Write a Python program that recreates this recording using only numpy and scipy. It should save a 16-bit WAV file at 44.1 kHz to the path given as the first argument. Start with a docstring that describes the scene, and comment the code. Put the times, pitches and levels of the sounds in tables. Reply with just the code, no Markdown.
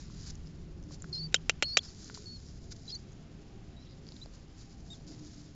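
"""Wind and far traffic rumble over an open field while a dog's paws and muzzle stir dry grass, whose stalks tick.
A small rodent then squeaks: near-sine whistles jump in pitch and split into a rougher second tone, with faint gasps.
The dog's jaws snap four times, each a cluster of tooth contacts ringing damped modes, then a rising mouth-cavity ring.
Wind, traffic and rustle are shaped noise; stalks are damped swings with splinters. A phone picks all of it up."""
import sys
import numpy as np
from scipy import signal
from scipy.fft import rfft, irfft
from scipy.io import wavfile
from scipy.ndimage import uniform_filter1d

SR = 44100
rng = np.random.default_rng(int(sys.argv[2]) if len(sys.argv) > 2 else 0)


def voltage_ratio(level):
    """Linear amplitude factor for a level in decibels (scalar or array-like)."""
    return 10 ** (np.asarray(level, float) / 20)


def bounce(signal):
    """Save signal as a 16-bit WAV file at the path given by the first command-line argument."""
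    frames = np.transpose(np.atleast_2d(signal))
    limited = np.clip(frames, -1, 1)
    pcm = np.round(limited * 32767).astype(np.int16)
    wavfile.write(sys.argv[1], SR, pcm)


N = 244749


def unit(x):
    """Normalise signal power: scale to an rms of 1."""
    return x / np.sqrt(np.mean(x ** 2))


def curve(rows):
    """Piecewise-linear envelope: join (time [s], value) rows by straight lines."""
    return np.interp(np.arange(N) / SR, *np.transpose(rows))


def colour(x, points):
    """Linear filtering: weight the spectrum by (frequency [Hz], gain [dB]) points, then set rms to 1."""
    hz, db = np.transpose(points)
    f = np.arange(N // 2 + 1) * SR / N + 1
    gain_db = np.interp(np.log(f), np.log(hz), db)
    return unit(irfft(rfft(x) * voltage_ratio(gain_db), N))


def walk(rate):
    """Band-limited random modulation: levels held 1 / rate s and slewed twice, with a spread near 1."""
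    hold = int(SR / rate)
    steps = np.repeat(rng.standard_normal(N // hold + 1), hold)
    return 1.75 * uniform_filter1d(uniform_filter1d(steps, hold), hold)[:N]


def add(out, s, x):
    """Superposition: mix x in at time s."""
    i = int(s * SR)
    out[i:i + len(x)] += x[:N - i]


def field():
    """Broadband noise in independently drifting bands for wind and traffic, with resonant engine drones."""
    # long-term noise spectrum: (frequency [Hz], relative density [dB])
    noise_shape = [(15, -4), (30, 1.4), (55, 1.4), (85, -0.5), (140, -1), (200, -5), (310, -11.5),
                   (400, -15.5), (500, -24.5), (800, -29), (1000, -28.5), (2000, -30.5), (3000, -31),
                   (5000, -36), (8000, -43.5)]
    # wind and traffic below 950 Hz: (time [s], gain [dB])
    rumble_gain = [(0, -47.5), (.45, -49), (1.5, -49.5), (3, -48), (5.55, -51.5)]
    # wind buffeting the microphone, below the traffic: (time [s], change [dB])
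    gust_gain = [(0, 1), (.4, 7), (1, 1), (1.7, 2.5), (2.1, -3), (2.4, 3), (3, -2.5), (5.55, 1)]
    spectrum = rfft(colour(rng.standard_normal(N), noise_shape))
    f = np.arange(N // 2 + 1) * SR / N

    def band(lo_hz, hi_hz):
        """Spectral windowing: keep one frequency band of the noise."""
        return irfft(spectrum * (f >= lo_hz) * (f < hi_hz), N)

    def narrow(hz, q):
        """Resonance: noise through a sharp peak becomes an unsteady hum."""
        return unit(signal.lfilter(*signal.iirpeak(hz, q, fs=SR), rng.standard_normal(N)))

    rumble = band(0, 90) * voltage_ratio(curve(gust_gain))
    rumble += band(90, 430) * voltage_ratio(0.5 * walk(4.7))
    rumble += band(430, 950) * voltage_ratio(1.2 * walk(7.4))
    # main drone: (time [s], level [dB])
    drone_level = [(0, -55.5), (.5, -52.5), (1.2, -49.5), (2.2, -68.5), (5.55, -61)]
    drone = narrow(157.0, 33) * voltage_ratio(curve(drone_level))
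    # fainter engine notes that come and go on the wind, weaker the higher they are
    for hz in (297.2, 366, 415.3, 537, 676.0, 791):
        drone += narrow(hz, 21) * voltage_ratio(-70.5 - 7.2 * np.log2(hz / 300) + 3.3 * walk(6))
    hiss = band(950, SR) * voltage_ratio(-50.5 + walk(4.14))
    return rumble * voltage_ratio(curve(rumble_gain)) + drone + hiss


def stirring():
    """Power summation of independent sources: every move swells and fades over the breeze."""
    # paws and muzzle in the grass; swell and fade each span 20 dB:
    # (loudest time [s], swell [s], fade [s], level [dB])
    moves = [(0, .1, 0.072, -50.5), (.17, 0.1258, 0.227, -68), (0.301, 0.37, 0.047, -50.5),
             (.477, .1, 0.11, -63), (0.945, 0.049, .02, -49), (1.04, 0.17, 0.73, -62),
             (1.835, .03, 0.21, -50.5), (1.878, 0.0702, 0.01693, -68), (1.99, 0.054, 0.964, -54),
             (2.153, 0.028, 0.044, -47), (2.09, 0.09, 0.089, -54), (2.49, 0.1, .5, -67.5),
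             (2.723, 0.02597, 0.016, -43.5), (2.763, 0.018, 0.029, -56.5), (2.89, 0.22, 0.2226, -57),
             (4.159, 0.25, 0.24, -60.5), (4.354, .1, 0.093, -60), (4.615, 0.088, 0.031, -53),
             (4.739, .3, 0.088, -62), (4.937, 0.18, 0.16, -57.5), (5.077, 0.018, 0.1749, -53.5),
             (5.19, 0.092, 1, -60), (5.418, 0.32, 0.1003, -61)]
    breeze_db = -71.5  # the grass never falls quite still
    t = np.arange(N) / SR
    power = voltage_ratio(breeze_db) ** 2
    for s, swell, fade, db in moves:
        distance = np.where(t < s, (s - t) / swell, (t - s) / fade)
        power = power + voltage_ratio(db - 20 * distance) ** 2
    return np.sqrt(power)


def grass():
    """Shot noise: dense tiny stalk contacts of uneven size over a hiss, in quick bursts."""
    # spectrum of the rustle: (frequency [Hz], relative density [dB])
    rustle_shape = [(700, -25), (1500, -10), (2800, -16.5), (3800, -7), (5000, -0.4), (6000, -4),
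                    (7000, -2.5), (8000, -14.5)]
    contacts_per_s = 2500
    size_db = 3 * np.minimum(rng.exponential(size=N), 3.5)
    hits = (rng.random(N) < contacts_per_s / SR) * voltage_ratio(size_db) * rng.standard_normal(N)
    rub = colour(unit(hits) + 0.99 * rng.standard_normal(N), rustle_shape)
    return rub * stirring() * voltage_ratio(1.4 * walk(80))


def stalks():
    """Damped oscillation: a stalk swings briefly with splinters; bright ones swing a few cycles more."""
    # single stalks that break or flick; gain scales all three parts: (time [s], gain [dB], swing frequency [Hz])
    ticks = [(0.1004, -50.5, 1205), (0.3047, -40, 6190), (0.354, -48, 6600), (0.472, -49.5, 5353),
             (0.8275, -52, 6110), (0.838, -53.5, 6130), (0.909, -49.5, 1120), (1.0215, -34, 7520),
             (1.043, -40.5, 1440), (2.0444, -40, 6500), (2.099, -37, 1370), (2.1472, -35.5, 5050),
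             (2.1748, -43.5, 1080), (2.7205, -51, 5100), (2.888, -52, 6300), (3.1206, -56, 6825),
             (3.1303, -55, 6500), (4.068, -49.5, 4600), (4.0887, -45, 5080), (4.1207, -46, 4710),
             (4.1208, -54, 920), (4.1658, -48.5, 4100), (4.259, -50, 4830), (4.2594, -44.5, 670),
             (5.1021, -51, 4970), (5.345, -54, 6700)]
    out, t = np.zeros(N), np.arange(int(0.027 * SR)) / SR
    for s, gain_db, hz in ticks:
        grit = rng.standard_normal(len(t))
        decay_cycles = 0.34 + hz / 1500
        swing = np.sin(2 * np.pi * hz * t) * np.exp(-t * hz / decay_cycles)
        band = signal.butter(2, [hz / 1.17, hz], "band", fs=SR, output="sos")
        splinters = unit(signal.sosfilt(band, grit)) * np.exp(-t / 0.0021)
        # the break itself is a broad, instant crack
        crack = voltage_ratio(-2.0) * grit * np.exp(-t / 0.00029)
        add(out, s, voltage_ratio(gain_db) * (1.85 * swing + voltage_ratio(-2.5) * splinters + crack))
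    return out


def whistles(tables, waver, flutter_db, octave_db, rasp_db, rasp_hz, edge_s):
    """Frequency and amplitude modulation: trembling near-sines with an octave and a haze of turbulent breath."""
    out = np.zeros(N)
    pitch = 1 + waver * walk(350)
    strength = voltage_ratio(flutter_db * walk(250))
    lowpass = signal.butter(2, rasp_hz, fs=SR, output="sos")
    breath = voltage_ratio(rasp_db) * unit(signal.sosfilt(lowpass, rng.standard_normal(N)))
    for rows in tables:  # each row: (time [s], frequency [Hz], level [dB])
        s, hz, db = np.transpose(rows)
        i = np.arange(int((s[0] - edge_s) * SR), int((s[-1] + edge_s) * SR))
        t = i / SR
        phase = 2 * np.pi * np.cumsum(np.interp(t, s, hz) * pitch[i]) / SR
        edges = np.clip(np.minimum(t - t[0], t[-1] - t) / (2 * edge_s), 0, 1)
        tone = (1 + breath[i]) * np.sin(phase) + voltage_ratio(octave_db) * np.sin(2 * phase)
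        # sqrt(2) turns an rms level into a sine's peak
        out[i] += np.sqrt(2) * voltage_ratio(np.interp(t, s, db)) * edges * strength[i] * tone
    return out


def call(db, change_db, contour):
    """Driven oscillator: a push, a steady drift, more effort on high notes and a dying end."""
    push_s, push_db = 0.0036, 0.5
    dying_s, dying_db = 0.006425, -10.5
    effort_db_per_khz = 3.5  # louder where it is pushed higher
    s0, s1 = contour[0][0], contour[-1][0]
    s = np.linspace(s0, s1, num=200)
    hz = np.interp(s, *np.transpose(contour))
    level = db + change_db * (s - s0) / (s1 - s0)
    level += effort_db_per_khz * (hz - hz.mean()) / 1000
    level += push_db * np.exp((s0 - s) / push_s)
    level += dying_db * np.exp((s - s1) / dying_s)
    return np.transpose([s, hz, level])


def flip(s0, s_flip, s1, low_hz, db):
    """Register change: a tone holds low, then steps up to a weaker register."""
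    flip_ratio, flip_db, flip_s = 1.07, -6, .0015
    high_hz, high_db = low_hz * flip_ratio, db + flip_db
    end_s = max(s1, s_flip + 2 * flip_s)
    return [(s0, low_hz, db), (s_flip, low_hz, db), (s_flip + flip_s, high_hz, high_db), (end_s, high_hz, high_db)]


def rodent():
    """Superposed voice registers: the clear whistle, the rough tones that split off it, and gasps."""
    # whistles, before push, effort and dying end:
    # (start level [dB], change by the end [dB], contour of (time [s], frequency [Hz]))
    squeaks = [ (-36.5, -8, [(1.128, 4480), (1.133, 4270), (1.172, 4200), (1.212, 4610), (1.214, 4370),
               (1.228, 4350), (1.235, 4670), (1.274, 4520)]), (-37, -3, [(1.631, 4320), (1.653, 4270),
               (1.675, 4460), (1.679, 4290), (1.726, 4350), (1.746, 4620), (1.754, 4500), (1.77, 4670)]),
               (-61.5, 13, [(1.794, 4480), (1.807, 4530), (1.811, 4270), (1.822, 4150)]),
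               (-53, 0, [(1.882, 4230), (1.889, 4550), (1.9, 4480)]), (-49, -2, [(2.258, 4430), (2.3, 4375),
               (2.335, 4430), (2.362, 4300), (2.378, 4250)]), (-43, 3, [(2.879, 4000), (2.893, 4050)]),
               (-43, 1, [(2.922, 4000), (2.925, 4340), (2.937, 4380), (2.95, 4110), (2.956, 4540),
               (2.965, 4550), (2.972, 4417)]), (-62, -6, [(3.766, 3850), (3.79, 3870), (3.815, 4100)]),
               (-61, 2, [(3.822, 3960), (3.838, 4100)]), (-52.5, 8.5, [(4.214, 3700), (4.22, 3940),
               (4.238, 4070)]), (-50.5, 2, [(4.903, 3710), (4.935, 3690), (4.946, 3300)]),
               (-82, 1, [(5.458, 3680), (5.485, 3320), (5.53, 3130)]), ]
    # second tone of the strained voice: (start [s], flip [s], end [s], low frequency [Hz], low level [dB])
    split_tones = [(1.131, 1.137, 1.145, 4930, -46), (1.146, 1.156, 1.168, 4900, -45.5),
                   (1.17, 1.186, 1.195, 5030, -51.5), (1.196, 1.2, 1.203, 5000, -54),
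                   (1.654, 1.664, 1.668, 4900, -55), (1.681, 1.682, 1.696, 4980, -46),
                   (1.697, 1.704, 1.716, 5080, -50), (1.719, 1.729, 1.742, 4930, -50),
                   (2.893, 2.906, 2.91, 4800, -47), (2.912, 2.92, 2.923, 5000, -45),
                   (2.893, 2.91, 2.921, 3280, -57), (2.946, 2.953, 2.956, 6150, -50)]
    # faint and hoarse, more breath than tone; level is that of the tone:
    # (start [s], end [s], first frequency [Hz], last frequency [Hz], level [dB])
    gasp_rows = [(1.82, 1.884, 5050, 5300, -67), (2.899, 2.922, 4000, 4200, -64),
                 (2.902, 2.923, 5800, 5600, -68), (3.85, 3.94, 3850, 4030, -77),
                 (3.795, 3.865, 5250, 5450, -77), (3.885, 3.94, 4950, 4900, -77),
                 (3.8, 3.9, 2720, 3400, -82), (2.465, 2.51, 5280, 5370, -77)]
    clear = whistles([call(*row) for row in squeaks], waver=0.005, flutter_db=0.7,
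                     octave_db=-13.5, rasp_db=-27.5, rasp_hz=1100, edge_s=.001)
    split = whistles([flip(*row) for row in split_tones], waver=0.009, flutter_db=1.5,
                     octave_db=-43, rasp_db=-9, rasp_hz=900, edge_s=0.001)
    glides = [[(s0, hz0, db), (s1, hz1, db)] for s0, s1, hz0, hz1, db in gasp_rows]
    gasps = whistles(glides, waver=0.014, flutter_db=1.0,
                     octave_db=-38, rasp_db=9, rasp_hz=300, edge_s=0.005)
    return clear + split + gasps


def jaws():
    """Modal synthesis: tooth contacts ring shared modes, most those near their brightest, over a crackle."""
    # tooth contacts, in four clusters; ring peak is before the filters below:
    # (time [s], ring peak [dB], brightest frequency [Hz], ring stretch [ratio])
    contacts = [(1.3245, -38, 3500, .5), (1.3285, -36, 2500, .5), (1.3438, -3, 3900, 1.5),
                (1.3441, -12, 1470, 1.3), (1.3444, -7, 6900, 1.5), (1.348, -20, 2080, 0.8),
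                (1.496, -2, 2815, 0.65), (1.498, -19.5, 6500, 1.2), (1.5004, -14, 2518, 1.1),
                (1.625, -4.5, 2540, 0.73), (1.6255, -21, 570, 1.3), (1.6282, -17, 6010, 1.0),
                (1.6285, -12, 2800, 1.0), (1.632, -20.5, 2820, 0.79), (1.7707, -1.5, 2550, 1.0),
                (1.7712, -25, 570, 1.3), (1.7724, 0, 3800, 0.75), (1.7749, -3, 5000, 0.6),
                (1.782, -22, 6800, 1.2)]
    # teeth and mouth: (frequency [Hz], relative level [dB], 60 dB decay time before stretch [s])
    modes = [(570, 2, .022), (1480, -1, .016), (2070, -6, .013), (2480, -1, .014), (2750, -1, .02),
             (3180, -4, .016), (3830, -1, .014), (4630, -3, .012), (5430, 1, .015), (5930, -1, .014),
             (6820, 1, .013), (7390, -5, .013)]
    out, t = np.zeros(N), np.arange(int(0.12 * SR)) / SR
    hz, db, t60 = np.transpose(modes)[:, :, None]
    for s, peak_db, bright_hz, stretch in contacts:
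        scatter_db, detune = rng.standard_normal((2, len(modes), 1))
        # a long-ringing contact picks out fewer modes
        octaves_away = abs(np.log2(hz / bright_hz))
        gain = voltage_ratio(db - 13 * stretch * octaves_away + scatter_db)
        # the contact itself spikes above the ring
        fade = np.exp(-np.log(1000) * t / (stretch * t60)) + 0.6 * np.exp(-t / 0.001)
        ring = (gain * fade * np.sin(2 * np.pi * hz * (1 + 0.015 * detune) * t)).sum(axis=0)
        ring = ring / abs(ring).max()
        crackle = np.diff(rng.standard_normal(len(t)), prepend=0) * np.exp(-np.log(1000) * t / 0.021)
        add(out, s, voltage_ratio(peak_db) * (ring + voltage_ratio(-16.0 - 4.3 * stretch) * crackle))
    # the snaps sound little around 1 kHz
    out = signal.lfilter(*signal.iirnotch(1030, 2.2, fs=SR), out)
    # the snaps carry no bass
    return signal.sosfilt(signal.butter(2, 380, "high", fs=SR, output="sos"), out)


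def mouth():
    """Cavity resonance: the closing mouth rings higher as it shrinks, fading, with wet treble crackle."""
    # rings after the snaps: (start [s], end [s], first frequency [Hz], last frequency [Hz], start level [dB])
    closings = [(1.351, 1.371, 2650, 3150, -29), (1.504, 1.519, 2650, 3050, -38),
                (1.632, 1.646, 2700, 3200, -33), (1.783, 1.795, 3050, 3300, -33)]
    fade_db = -19  # change over each ring
    t = np.arange(N) / SR
    rings, wet = [], np.zeros(N)
    for s0, s1, hz0, hz1, db in closings:
        middle = ((s0 + s1) / 2, 0.35 * hz0 + 0.68 * hz1, db + fade_db / 2)
        rings.append([(s0, hz0, db), middle, (s1, hz1, db + fade_db)])
        # the crackle begins 3 ms ahead of the ring
        active = (t > s0 - .003) * (t < s1)
        wet += voltage_ratio(db + fade_db * np.clip((t - s0) / (s1 - s0), 0, 1)) * active
    ring = whistles(rings, waver=0.02, flutter_db=4.5, octave_db=-23, rasp_db=-13, rasp_hz=500, edge_s=0.00068)
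    treble = signal.butter(1, 3500, "high", fs=SR, output="sos")
    spit = unit(signal.sosfilt(treble, rng.standard_normal(N)))
    return ring + wet * spit * voltage_ratio(-3 + 3.0 * walk(500))


def scene():
    """Free-field superposition: all sources in the open air, with no walls to ring."""
    return (field() + grass() + stalks() + rodent() + jaws() + mouth())[None]


def band_limit(x):
    """A steep low-pass at the top of the band."""
    return signal.sosfilt(signal.butter(12, 8940, fs=SR, output="sos"), x)


def record(dry):
    """Sampling and aliasing: a steep cut under half the phone's rate, and a faint mirror image above."""
    phone_rate_hz = 16000
    lowpass = signal.ellip(7, .3, 48, 7450, fs=SR, output="sos")
    kept = signal.sosfiltfilt(lowpass, dry)
    # multiplying by the rate reflects each frequency f to the rate minus f
    mirrored = kept * np.cos(2 * np.pi * phone_rate_hz * np.arange(N) / SR)
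    image_band = signal.butter(3, [8270, 8850], "band", fs=SR, output="sos")
    image = signal.sosfiltfilt(image_band, mirrored)
    return band_limit(kept + voltage_ratio(-13) * image)


dry = scene()
out = record(dry)
bounce(out)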